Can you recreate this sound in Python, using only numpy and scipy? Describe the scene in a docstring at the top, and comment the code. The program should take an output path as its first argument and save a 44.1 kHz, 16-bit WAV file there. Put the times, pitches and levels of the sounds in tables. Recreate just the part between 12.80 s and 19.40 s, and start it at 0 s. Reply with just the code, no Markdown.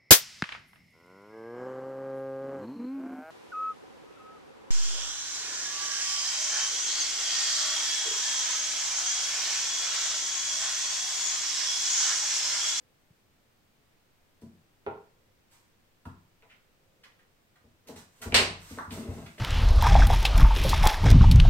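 """Kitten and puppy at the bathtub

A kitten on the rim of an acrylic tub teases a puppy inside, in a small, hard bathroom. After a few soft
bumps and a hollow knock the puppy jumps up, something hard smacks the wall, and paws scrabble and slide.
Blows boom through decaying shell modes, claws and smacks are shaped pulses, and rubbing is trains of tiny
slips. Reflections surround most of these, over a faint far drone, rumble and hiss."""
import sys
import numpy as np
from scipy import signal
from scipy.fft import rfft, irfft
from scipy.io import wavfile

SR = 44100
rng = np.random.default_rng(int(sys.argv[2]) if len(sys.argv) > 2 else 0)


def generate_wav(signal):
    """Clip the signal to [-1, 1] and save it as 16-bit WAV at the path in sys.argv[1]."""
    frames = np.transpose(np.atleast_2d(signal))
    scaled = np.clip(frames, -1, 1) * 32767
    pcm = np.round(scaled).astype(np.int16)
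    wavfile.write(sys.argv[1], SR, pcm)


N = 290999
RING = np.arange(int(0.8 * SR)) / SR  # time in seconds for any single sound or echo

# Hard smack and its rebounds. Each row: start in seconds, level in dB before the room.
SMACK_HITS = [(5.5436, -29.5), (5.5470, -34), (5.5525, -43), (5.566, -36.5)]
# Tone of the smack. Each row: frequency in Hz, relative level in dB.
SMACK_SPECTRUM = [(150, -46), (450, -5.5), (1000, -12.5), (1400, -9), (2000, -2), (2750, 1.5), (3400, -3.5),
                  (4400, -1), (5600, -9.5), (6800, -14), (8300, -7.5), (9500, -15.5), (10800, -33.5),
                  (13500, -20.5), (16000, -39)]


def smacks():
    """A hard blow deep in the tub: the rim hides it, so it arrives mostly by reflection."""
    out = np.zeros((2, N))
    crack = click(lambda hz: read(SMACK_SPECTRUM, hz))
    for start_s, db in SMACK_HITS:
        blow = at_level(crack, db)
        add(out, start_s, bathroom(blow, wet_db=11.5, lead_s=-0.0001, pan_db=-1.0, build_s=0.00075))
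    return out


# Paws and bodies bumping the shell. Each row: start in seconds, level in dB before the room,
# centre in Hz and width in octaves of the band driven, ring-time factor (under 1 where a body damps it).
BUMP_HITS = [(1.62, -46, 190, 0.87, 1.44), (3.256, -42, 139, 1.1, 0.65), (3.627, -63.5, 746, 1, 0.52),
             (4.838, -60, 154, 3.2, 1.2), (5.09, -46, 350, 1.17, 0.61), (5.160, -52.5, 253, 2.3, 0.37),
             (5.456, -37.5, 154, 3.7, .55), (5.525, -33.5, 119, 5.4, 0.19), (5.588, -31, 510, .3, 0.89),
             (5.695, -44.5, 157, .4, 0.52), (5.908, -43.5, 163, 2.1, 1.3), (5.972, -45.5, 450, 1.6, 0.67),
             (6.069, -45.5, 102, 0.51, 0.65), (6.112, -40.5, 195, 2.5, 1.4), (6.175, -38, 257, 1.1, 1.7),
             (6.277, -36, 134, 2.4, 0.79), (6.372, -43, 235, 1.2, 0.55), (6.581, -51, 339, 2.3, 1.1)]


def bumps():
    """Soft bumps boom in the shell; so do the knock and the smack as they land."""
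    out = np.zeros(N)
    for start_s, db, centre_hz, octaves, ringing in BUMP_HITS:
        reach = 2 ** (octaves / 2)  # frequency ratio from the centre to either edge
        add(out, start_s, push(db, centre_hz / reach, centre_hz * reach, ringing))
    add(out, KNOCK_HITS[0][0], push(db=-47, low_hz=110, high_hz=300, ringing=0.77))
    add(out, SMACK_HITS[0][0], push(db=-33, low_hz=42, high_hz=910, ringing=2.14))
    return out


def push(db, low_hz, high_hz, ringing):
    """One blow on the shell, driving the band that its weight and softness allow."""
    def force_db(hz):
        bass_cut = 1 + (low_hz / (hz + 1)) ** 6
        treble_cut = 1 + (hz / high_hz) ** 4
        return -10 * np.log10(bass_cut * treble_cut)

    boom = signal.fftconvolve(shell(panel_db=4.5, ringing=ringing), click(force_db))
    return at_level(boom, db)


# Main modes (natural tones) of the tub shell. Each row: frequency in Hz, relative level in dB,
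# seconds to fade by 60 dB before the ring-time factor is applied.
SHELL_MODES = [(39.1, 1, 0.8), (59.7, 11, 0.15), (92.3, 8, 0.34), (130.8, -5, 0.52), (159.65, 1, 0.44),
               (203, 1.5, 0.28), (228, 4, 0.15), (261, -3.5, 0.21), (336, -5.5, 0.53), (453, -5.5, 0.32),
               (578.4, -2, 0.21), (679, -4, 0.27), (772, -12, 0.28), (980, -5.5, 0.15)]
# Its crowded upper modes. Each row: frequency in Hz, relative level in dB.
SHELL_CROWD = [(40, -61.5), (150, -4), (400, -4), (900, -10), (1500, -9.5), (3000, -5.5), (8000, -8),
               (16000, -43)]


def shell(panel_db, ringing=1.0, panel_t60=0.2):
    """The tub's answer to a push: its low modes, and upper ones that differ from spot to spot."""
    low = ring([(hz, db, t60 * ringing) for hz, db, t60 in SHELL_MODES])
    crowd = colour(rng.standard_normal(len(RING)), SHELL_CROWD) * amp(-60 * RING / panel_t60)
    return evened(low) + amp(panel_db) * evened(crowd)


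# A body leaning on the wall and sliding down it. Each row: start in seconds, length in seconds,
# level in dB before the room.
SLIDE_STROKES = [(5.047, 0.086, -58.5), (5.399, 0.21, -51), (5.89, 0.16, -59), (6.111, 0.3, -46)]
LEAN_S, LET_GO_DB_PER_S = 0.014, 173  # the weight comes on, holds, then eases off


def drag(low_hz=100, high_hz=1000):
    """Skin catches and lets go on the wall, drumming the damped shell as hard as the body leans."""
    t = np.arange(N) / SR
    weight = np.zeros(N)
    for start_s, length_s, db in SLIDE_STROKES:
        lean = np.clip((t - start_s) / LEAN_S, 0, 1)
        past_end_s = np.maximum(t - start_s - length_s, 0)
        weight += lean * amp(db - LET_GO_DB_PER_S * past_end_s)
    band = signal.butter(2, [low_hz, high_hz], "band", fs=SR, output="sos")
    body = signal.sosfilt(band, shell(panel_db=2.0, ringing=0.55, panel_t60=0.016))
    catches = slips(per_s=620, spread_db=1.5) * weight
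    return signal.fftconvolve(catches, body / np.linalg.norm(body))[:N]


# Small hard contacts of claws and collar. Each row: start in seconds, level in dB before the room,
# centre in Hz, spread in octaves, contact time in seconds.
TAP_HITS = [(3.252, -56.5, 630, 0.94, 0.0084), (3.623, -70, 2400, 0.38, 0.0014),
            (3.687, -61.5, 2220, .55, 0.046), (4.232, -58.5, 2330, 0.82, 0.021),
            (4.387, -71.5, 1830, 0.88, 0.017), (4.754, -70.5, 1730, 0.95, 0.015),
            (5.082, -59.5, 3020, 1.6, 0.0082), (5.420, -51.5, 1170, 0.72, 0.011),
            (5.5215, -42, 2400, 0.49, 0.0048), (5.9858, -44.5, 1320, 0.64, .002),
            (6.106, -52.5, 2960, 0.64, 0.006), (6.456, -56, 2370, 0.79, 0.019),
            (6.579, -55.5, 2095, 0.52, 0.0095)]


def taps(skirt_db=32):
    """Claws and collar grate briefly while they touch, through one broad resonance."""
    out = np.zeros((2, N))
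    for start_s, db, centre_hz, octaves, contact_s in TAP_HITS:
        def resonance_db(hz):
            distance = np.log2((hz + 1) / centre_hz) / octaves
            return -skirt_db * np.log10(1 + distance ** 2 / 2)

        t = RING[RING < contact_s]
        graze = rng.standard_normal(len(t)) * np.sin(np.pi * t / contact_s)
        tap = at_level(signal.fftconvolve(graze, click(resonance_db)), db)
        add(out, start_s, bathroom(tap, wet_db=2.0, lead_s=0.0001, pan_db=-1.6))
    return out


# Pads and fur brushing the acrylic. Each row: start in seconds, level in dB before the room, fade in seconds.
SWIPE_STROKES = [(1.612, -66.5, 0.01), (2.700, -67, 0.059), (3.251, -67, .014), (5.069, -56, 0.021),
                 (5.153, -54, 0.028), (5.27, -71.5, 0.29), (5.413, -45, 0.02), (5.779, -60, 0.14),
                 (5.874, -56, 0.068), (6.095, -51.5, 0.077), (6.24, -63.5, 0.26), (6.574, -60, .04)]
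# Tone of the rubbing. Each row: frequency in Hz, relative level in dB.
FRICTION_SPECTRUM = [(200, -15.5), (1000, -1.5), (2500, 1), (4500, 0), (6500, -0.5), (8600, 2), (10200, -9),
                     (13000, -4), (16000, -12.5)]
SWIPE_RISE = 0.33  # share of a stroke's fade time that it takes to swell


def swipes():
    """Fine friction grains swell and fade with each stroke of a paw."""
    power = np.zeros(N)
    for start_s, db, fade_s in SWIPE_STROKES:
        rise_s = SWIPE_RISE * fade_s
        swell = np.minimum(RING / rise_s, 1)
        fade = np.exp(-np.maximum(RING - rise_s, 0) / fade_s)
        add(power, start_s, (amp(db) * swell * fade) ** 2)
    grains = colour(slips(per_s=5000, spread_db=2), FRICTION_SPECTRUM)
    return np.sqrt(power) * evened(grains)


# One hollow knock on the rim and its rebounds. Each row: start in seconds, level in dB before the room.
KNOCK_HITS = [(2.0642, -37), (2.0714, -41.5), (2.087, -49)]
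# Modes of the knocked spot. Each row: frequency in Hz, relative level in dB, seconds to fade by 60 dB.
RIM_MODES = [(407.5, 2.5, 0.06), (444.4, -2.5, 0.093), (510, -4.5, 0.054), (572, -11, 0.061),
             (647, -11, 0.083), (797, -10.5, 0.083), (920, -7.5, 0.049), (1080, -8.5, 0.022),
             (1395, -6, 0.031), (1990, -8, 0.0096), (2500, -4.5, 0.0057), (3700, -14, 0.0041),
             (4230, -24, 0.0096)]


def knocks(low_hz=230):
    """A stiff, quickly damped spot of the rim, too small to radiate bass."""
    out = np.zeros((2, N))
    bass_cut = signal.butter(2, low_hz, "high", fs=SR, output="sos")
    knock = signal.sosfilt(bass_cut, ring(RIM_MODES))
    for start_s, db in KNOCK_HITS:
        add(out, start_s, bathroom(at_level(knock, db), wet_db=-3.0, lead_s=-0.00021, pan_db=-0.8))
    return out


THUD_S, THUD_DB = 0.304, -60.5  # start in seconds, level in dB


def thud(hz=140, length_s=0.016):
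    """A tiny dry thud close to the microphone: a short low tone that swells and fades."""
    t = RING[RING < length_s]
    pulse = -np.sin(2 * np.pi * hz * t) * np.sin(np.pi * t / length_s)
    out = np.zeros(N)
    add(out, THUD_S, at_level(pulse, THUD_DB))
    return out


# Swells of a faint far drone. Each row: loudest moment in seconds, level in dB there,
# half length in seconds (the standard deviation of a bell curve).
DRONE_SWELLS = [(0.027, -77.5, 0.12), (2.43, -71.5, 0.073), (4.187, -74.5, 0.21)]


def drone(centre_hz=510, width_hz=55):
    """A narrow band of distant noise, in smooth swells."""
    hz, t = np.fft.rfftfreq(N, 1 / SR), np.arange(N) / SR
    band_gain = 1 / (1 + ((hz - centre_hz) / width_hz) ** 2)
    band = irfft(rfft(noise_pair(N, ROOM_LIKENESS)) * band_gain, N)
    swell = sum(amp(db) * np.exp(-((t - s) / half_s) ** 2 / 2) for s, db, half_s in DRONE_SWELLS)
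    return evened(band) * swell


# Tone of the still room. Each row: frequency in Hz, relative level in dB per Hz.
AIR_SPECTRUM = [(20, 2), (45, -10), (95, -1), (170, -5), (300, -8), (500, -10), (1000, -14.5),
                (2300, -16.5), (4500, -21.5), (7000, -25), (8700, -25), (10500, -31), (13000, -26),
                (16000, -26)]
# How alike left and right are in it. Each row: frequency in Hz, likeness (1 is identical, 0 unrelated).
AIR_LIKENESS = [(60, 0.94), (130, 0.53), (290, 0.43), (640, 0.26), (1400, 0), (16000, 0.025)]
AIR_DB = -66.5  # overall level


def air():
    """Still-room rumble and microphone hiss: steady shaped noise."""
    gain = amp(read(AIR_SPECTRUM, np.fft.rfftfreq(N, 1 / SR)))
    noise = irfft(rfft(noise_pair(N, AIR_LIKENESS)) * gain, N)
    return amp(AIR_DB) * evened(noise)


# How long the reflections last. Each row: frequency in Hz, seconds to fade by 60 dB.
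ROOM_FADE = [(100, 0.41), (400, 0.41), (1000, 0.41), (3000, 0.38), (6000, 0.38), (9000, 0.31),
             (15000, 0.24)]
# How strong they are. Each row: frequency in Hz, dB relative to the direct sound, before wet_db is added.
ROOM_STRENGTH = [(60, -4), (200, 7), (450, 1), (1000, 10), (2500, 1.5), (15000, 1.5)]
# How alike left and right are. Each row: frequency in Hz, likeness (1 identical, 0 unrelated, below 0 opposed).
ROOM_LIKENESS = [(60, 0.88), (130, 0.95), (290, 0.91), (640, 0.61), (1400, -0.27), (3000, 0.095),
                 (16000, -0.15)]


def bathroom(x, wet_db, lead_s, pan_db, build_s=0.0037):
    """Direct sound (left ahead by lead_s) and dense reflections from close, hard walls, new for every spot."""
    hz, t, echoes = signal.stft(noise_pair(len(RING), ROOM_LIKENESS), SR, nperseg=512)
    t60 = read(ROOM_FADE, hz)[:, None]
    unit_energy = np.sqrt(2 * np.log(1000) / (t60 * SR))
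    strength_db = wet_db + read(ROOM_STRENGTH, hz)[:, None]
    echoes = echoes * unit_energy * amp(strength_db - 60 * t / t60)
    response = signal.istft(echoes, SR, nperseg=512)[1][:, :len(RING)]
    response = response * np.minimum(RING / build_s, 1)  # the reflections build up
    # Direct sound: a single pulse on each side, the later side delayed.
    response[0, round(max(-lead_s, 0) * SR)] += 1
    response[1, round(max(lead_s, 0) * SR)] += 1
    sides = amp([[pan_db / 2], [-pan_db / 2]])  # positive pan_db favours the left
    return sides * signal.fftconvolve(x[None], response, axes=1)[:, :N]


def ring(modes):
    """Decaying modes; neighbours swing in opposite directions."""
    out = np.zeros(len(RING))
    for k, (hz, db, t60) in enumerate(modes):
        out += (-1) ** k * amp(db - 60 * RING / t60) * np.sin(2 * np.pi * hz * RING)
    return out


def slips(per_s, spread_db):
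    """A random train of tiny stick-slip releases of uneven size."""
    size = amp(spread_db * np.minimum(rng.exponential(1, N), 4))
    happens = rng.random(N) < per_s / SR
    return evened(size * rng.choice([-1, 1], N) * happens)


def noise_pair(count, likeness):
    """White noise for left and right, as alike at each frequency as the table says."""
    a, b = rfft(rng.standard_normal((2, count)))
    same = np.clip(read(likeness, np.fft.rfftfreq(count, 1 / SR)), -1, 1)
    return irfft(np.array([a, same * a + np.sqrt(1 - same ** 2) * b]), count)


def click(db_of_hz, size=4096):
    """The shortest pulse with the given spectrum that does not start before its cause."""
    db = np.maximum(db_of_hz(abs(np.fft.fftfreq(size, 1 / SR))), -100)
    log_gain = np.log(amp(db))
    # The Hilbert transform of the log gain gives the matching minimum phase.
    return np.fft.ifft(np.exp(np.conj(signal.hilbert(log_gain)))).real[:size // 2]


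def colour(x, spectrum):
    """Filters a sound to the tone in a table."""
    return signal.fftconvolve(x, click(lambda hz: read(spectrum, hz)))[:len(x)]


def read(points, hz):
    """Reads a table between its rows, along a logarithmic frequency scale."""
    f, value = np.transpose(points)
    return np.interp(np.log(hz + 1), np.log(f + 1), value)


def amp(db):
    """Turns dB into a plain multiplier."""
    return 10 ** (np.asarray(db) / 20)


def evened(x):
    """Scales a sound to an average (RMS) level of 1."""
    return x / np.sqrt(np.mean(x ** 2) + 1e-20)


def at_level(x, db):
    """Gives a blow the energy of 30 ms of steady sound at db."""
    return amp(db) * x / np.sqrt(np.sum(x ** 2) / (0.03 * SR) + 1e-20)


def add(mix, start_s, sound):
    """Mixes in a sound at its start time, cut off at the end of the mix."""
    part = mix[..., round(start_s * SR):][..., :sound.shape[-1]]
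    part += sound[..., :part.shape[-1]]


def scene():
    """Places the tub and paws in the bathroom and adds all the other layers."""
    tub = bathroom(bumps() + drag(), wet_db=-5.5, lead_s=0.0001, pan_db=1.5)
    paws = bathroom(swipes(), wet_db=5.0, lead_s=0.0001, pan_db=-1.6)
    return smacks() + tub + taps() + paws + knocks() + thud() + drone() + air()


def record(dry):
    """The recorder's band limit: a steep filter takes away the highest treble."""
    edge_hz = 15900
    low_pass = signal.firwin(511, edge_hz, window=("kaiser", 9), fs=SR)
    return signal.oaconvolve(dry, low_pass[None], "same")


dry = scene()
out = record(dry)
generate_wav(out)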